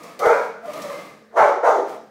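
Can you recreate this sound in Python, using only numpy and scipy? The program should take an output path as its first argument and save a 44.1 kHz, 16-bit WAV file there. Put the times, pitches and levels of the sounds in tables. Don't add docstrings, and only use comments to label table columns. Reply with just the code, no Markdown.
import sys
import numpy as np
from scipy import signal
from scipy.fft import rfft, irfft
from scipy.io import wavfile
from scipy.ndimage import uniform_filter1d, minimum_filter1d

SR = 44100
rng = np.random.default_rng(int(sys.argv[2]) if len(sys.argv) > 2 else 0)


def gain_from_decibels(decibels):
    exponent = np.asarray(decibels, float) / 20
    return 10 ** exponent


def inscribe(sig):
    pcm = np.round(np.clip(np.atleast_2d(sig).T, -1, 1) * 32767)
    wavfile.write(sys.argv[1], SR, pcm.astype(np.int16))


N = 92610


def read(points, hz):
    f, value = np.transpose(points)
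    return np.interp(np.log(hz + 1), np.log(f + 1), value)


def evened(x):
    return x / np.sqrt(np.mean(x ** 2) + 1e-20)


def curves(table):
    rows = np.transpose(table)
    t = np.arange(rows[0][0], rows[0][-1], 1 / SR)
    return round(rows[0][0] * SR), [np.interp(t, rows[0], col) for col in rows[1:]]


def add(mix, at, sound):
    part = mix[at:][:len(sound)]
    part += sound[:len(part)]


def drift(count, hz):
    return evened(signal.lfilter(*signal.butter(2, hz, fs=SR), rng.standard_normal(N)))[:count]


def resonate(x, hz, width_hz):
    turn = np.exp(2j * np.pi * np.cumsum(hz * np.ones(len(x))) / SR)
    r = np.exp(-np.pi * width_hz / SR)
    return 2 * (turn * signal.lfilter([1 - r], [1, -r], x / turn)).real


def coloured(x, spectrum):
    gain = gain_from_decibels(read(spectrum, np.fft.rfftfreq(len(x), 1 / SR)))
    return evened(irfft(rfft(x) * gain, len(x)))


# freq_hz, level_db_per_hz
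FLOOR = [(35, -58), (60, 1), (159, -13.5), (231, -35.5), (453, 1), (1350, -37), (1590, -8.5), (2410, -26.5),
         (15500, -42)]
# freq_hz, level_db
HUM = [(222, -57)]
FLOOR_DB = -51


def background():
    t = np.arange(N) / SR
    hum = np.zeros(N)
    for hz, db in HUM:
        level = gain_from_decibels(db + 2 + 3.4 * drift(N, 24))
        hum += level * np.sin(2 * np.pi * hz * t + 1.3 * drift(N, 7))
    return gain_from_decibels(FLOOR_DB - 4.0) * coloured(rng.standard_normal(N), FLOOR) + hum


# freq_hz, t60_s
KITCHEN = [(150, 0.52), (400, 0.58), (900, 0.57), (2000, 0.57), (5000, 0.7), (12000, .3)]


def kitchen():
    taps = np.zeros(SR)
    at = np.arange(120, SR - 20, 20)
    taps[at + rng.integers(0, 20, len(at))] = rng.choice([-1., 1.], len(at))
    hz, frames_s, z = signal.stft(taps, SR, nperseg=256)
    t60_s = np.maximum(read(KITCHEN, hz), .05)[:, None]
    tail = signal.istft(z * gain_from_decibels(-60 * frames_s / t60_s), SR, nperseg=256)[1][:SR]
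    return tail / np.linalg.norm(tail)


DIRECT_DB, SWAY_HZ = -2.5, 4.0


def placed(at, sound, wet_db):
    x = np.zeros(N)
    add(x, at, sound)
    sway = 2 * np.pi * SWAY_HZ * np.arange(N) / SR
    wet = sum(signal.fftconvolve(x * turn(sway), kitchen())[:N] for turn in (np.sin, np.cos))
    return gain_from_decibels(DIRECT_DB) * x + gain_from_decibels(wet_db) * wet


# start_s, level_db, pitch_hz,
# fade_db_per_s
SQUEAK = [(.938, -37, 2085, 140), (.95, -45, 2062, 90), (1.862, -46, 1750, 700), (.575, -71, 13450, 300),
          (2.03, -70, 13450, 200), (2.03, -75, 14200, 200)]


def rings():
    out, t = np.zeros(N), np.arange(N) / SR
    for start_s, db, hz, fade_db_per_s in SQUEAK:
        envelope = gain_from_decibels(db - abs(fade_db_per_s) * t) * np.minimum(t / 0.0068, 1)
        add(out, round(start_s * SR), envelope * np.sin(2 * np.pi * hz * t))
    return out


# time_s, level_db
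SCUFF = [(0, -42.5), (.045, -41), (.1, -44), (.185, -53.5), (.2, -35.5), (.45, -42), (.56, -65), (.61, -60),
         (.66, -41), (.74, -37.5), (.83, -37), (.95, -37), (1.08, -45.5), (1.2, -59.5), (1.3, -73),
         (1.85, -54), (1.89, -39.5), (1.97, -48)]
# freq_hz, level_db_per_hz
SCUFF_TONE = [(53, -55), (90, -42.5), (473, -6), (793, -12), (1030, -17.5), (1360, -19), (2140, -16.5),
              (2950, -25), (15500, -38)]
# freq_hz, width_hz, level_over_scuff_db
BODY = [(192, 97, -10.5), (278, 126, -9.5), (1180, 260, -6), (1021, 210, -17)]
# start_s, peak_db, pitch_hz
CLAWS = [(0.0332, -42.5, 5930), (0.192, -33, 4560), (0.2588, -34, 3010), (0.7338, -36.5, 4000),
         (0.819, -34.5, 5640), (1.8932, -48, 5930)]


def paws():
    out = np.zeros(N)
    grit = rng.standard_normal(N) * gain_from_decibels(1.2 * drift(N, 60))
    drag = sum(gain_from_decibels(d) * evened(resonate(resonate(grit, f, w), f, w)) for f, w, d in BODY)
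    at, (db,) = curves(SCUFF)
    add(out, at, gain_from_decibels(db) * (coloured(grit, SCUFF_TONE) + drag)[:len(db)])
    ticks = rng.standard_normal(size=(len(CLAWS), 800))
    t = np.arange(ticks.shape[1]) / SR
    for (start_s, peak_db, hz), fizz in zip(CLAWS, ticks):
        envelope = gain_from_decibels(peak_db + 6.5 - 60 * t / 0.058)
        add(out, round(start_s * SR), envelope * (0.11 * fizz + resonate(fizz, hz, 2700)))
    return out


# start_s, length_s, level_db, pitch_hz
WHINE = [(.628, 0.045, -35.5, 667), (.674, 0.034, -32, 606.5), (.722, 0.066, -32, 616.5),
         (.79, 0.042, -40, 600), (.838, 0.041, -33, 584.3), (.885, 0.046, -33, 560.6),
         (.932, 0.034, -36.5, 550)]
# multiple, level_db
WHINE_ORDERS = [(1, 0), (2, -14), (3, -28)]
WHINE_WOBBLE, WHINE_THROB_DB = .022, 2.5


def whine():
    out = np.zeros(N)
    for start_s, length_s, db, hz in WHINE:
        t = np.arange(0, length_s, 1 / SR)
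        turns = np.cumsum(hz * (1 + WHINE_WOBBLE * drift(len(t), 70))) / SR
        tone = sum(gain_from_decibels(d) * np.sin(2 * np.pi * k * turns) for k, d in WHINE_ORDERS)
        level = gain_from_decibels(db + 6 + WHINE_THROB_DB * drift(len(t), 50))
        swell = abs(np.sin(np.pi * t / length_s)) ** 0.46
        add(out, round(start_s * SR), level * swell * tone)
    return out


# time_s, effort_db, pitch_hz, mouth_opening, roughness_0_to_1
BARKS = [
    [(.192, -37, 327.5, 1.02, 0.64), (.2, -26, 381.1, 0.92, 0.62), (.232, -13.5, 418.1, 1.04, 0.48),
     (.26, -8.5, 425.6, 0.99, 0.47), (.29, -15, 456, 1.05, 0.42), (.34, -18.5, 484.6, 1.152, .5),
     (.375, -28.5, 498, 1.135, 0.7), (.41, -41, 438, 0.98, 0.6)],
    [(1.31, -55.5, 250, 1.07, 0.99), (1.352, -29.5, 300, 0.79, 0.79), (1.372, -8.5, 389.8, 0.99, 0.49),
     (1.41, -9.5, 436.3, 1.102, 0.44), (1.45, -17.5, 439.5, 0.96, 0.6), (1.48, -15.5, 402.4, 0.81, 0.56),
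     (1.51, -29, 351, 0.33, 1)],
    [(1.626, -41, 420, 1.25, 0.86), (1.631, -13, 482.8, 1.05, 0.52), (1.66, -9.5, 445.8, 1.14, 0.54),
     (1.69, -11, 424.7, 0.92, 0.65), (1.73, -23, 389.1, 1.07, 0.46), (1.78, -20, 341, 0.65, 0.82),
     (1.83, -65, 300, 1.85, 0.4)],
]
# freq_hz, width_hz, level_db
THROATS = [
    [(490, 134, 1.5), (778, 272, -8), (1297, 238, -7), (2060, 198, -20)],
    [(582, 247, 0), (840, 373, -3), (1345, 330, -8.5), (1965, 353, -19.5)],
    [(497, 170, 3), (785, 220, -1.5), (1260, 225, -9), (1886, 460, -25)],
]
# freq_hz, width_hz, level_db
RASP = [(3440, 3300, 12), (5800, 1160, 13), (9260, 1700, -8)]
WEAK_PULSE, JITTER = 0.74, .35
OPEN_DB, MUZZLE_LOW_HZ = 11, 300
RASP_DB, RASP_FOLLOW, RASP_RISE_S = -39.5, 0.86, 0.037


def throat_sound(source, throat, mouth):
    out = 0
    for k, (hz, width_hz, db) in enumerate(throat):
        once = resonate(source, hz * mouth, width_hz)
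        gain = (-1) ** k * gain_from_decibels(db + k * OPEN_DB * (mouth - 1))
        out = out + gain * resonate(once, hz * mouth, 2 * width_hz)
    return evened(out)


def bark(table, throat):
    at, (db, hz, mouth, rough) = curves(table)
    count, rough = len(hz), np.clip(rough, 0, 1)
    turns = np.cumsum(hz * (1 + JITTER * rough * drift(count, 150) / 4)) / SR
    pulses = sum(np.cos(2 * np.pi * k * turns) for k in range(1, 8))
    folds = pulses * (1 + WEAK_PULSE * np.cos(np.pi * turns))
    air = (0.11 + np.exp(-(turns % 1) / 0.73)) * rng.standard_normal(N)[:count]
    voiced, noisy = throat_sound(folds, throat, mouth), throat_sound(air, throat, mouth)
    voice = gain_from_decibels(db) * ((1 - rough) * voiced + rough * noisy)
    low_cut = signal.butter(4, MUZZLE_LOW_HZ, "high", fs=SR, output="sos")
    rasp = evened(sum(gain_from_decibels(d) * resonate(resonate(air, f, w), f, 3 * w) for f, w, d in RASP))
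    rise = np.minimum(.25 + np.arange(count) / SR / RASP_RISE_S, 1)
    fade = np.minimum(np.arange(count, 0, -1) / 600, 1)
    rasp_level = rise * fade * gain_from_decibels(RASP_DB + RASP_FOLLOW * (db + 6))
    return at, signal.sosfilt(low_cut, voice) + rasp_level * rasp


BARK_WET_DB, WHINE_WET_DB, PAWS_WET_DB, RINGS_WET_DB = 1.5, -8.5, -4.0, -5
DUCK_FROM_DB, DUCK_SHARE, DUCK_BACK_DB_PER_S = -24.5, 1, 65
RUMBLE_HZ, RUMBLE_SHARE = 250, 0.51


def scene():
    mix = sum(placed(*bark(table, throat), BARK_WET_DB) for table, throat in zip(BARKS, THROATS))
    mix = mix + placed(0, whine(), WHINE_WET_DB)
    mix = mix + placed(0, paws(), PAWS_WET_DB) + placed(0, rings(), RINGS_WET_DB)
    power_db = 10 * np.log10(abs(uniform_filter1d(mix ** 2, 800)) + 1e-12)
    fall_db = np.arange(N) * DUCK_BACK_DB_PER_S / SR
    held_db = np.maximum.accumulate(power_db + fall_db) - fall_db
    over_db = np.clip(held_db - DUCK_FROM_DB, 0, 25)
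    rumble = signal.sosfiltfilt(signal.butter(4, RUMBLE_HZ, fs=SR, output="sos"), mix)
    late_db = signal.lfilter([.0005], [1, -.9995], over_db)
    mix = mix - rumble * (1 - gain_from_decibels(-RUMBLE_SHARE * late_db))
    return (mix + background() * gain_from_decibels(-DUCK_SHARE * over_db))[None]


def band_limit(x):
    return signal.sosfilt(signal.butter(12, 16620, fs=SR, output="sos"), x)


MIC_LOW_HZ, CEILING, EDGE_HZ = 110, .7, 15800


def record(dry):
    cut = signal.sosfilt(signal.butter(4, MIC_LOW_HZ, "high", fs=SR, output="sos"), dry)
    gain = minimum_filter1d(np.minimum(CEILING / (abs(cut) + 1e-9), 1), size=41)
    held = cut * uniform_filter1d(uniform_filter1d(gain, size=21), size=21)
    edge = signal.firwin(511, EDGE_HZ, window=("kaiser", 9), fs=SR)
    edged = signal.oaconvolve(held, edge[None], "same")
    return band_limit(edged)


dry = scene()
out = record(dry)
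inscribe(out)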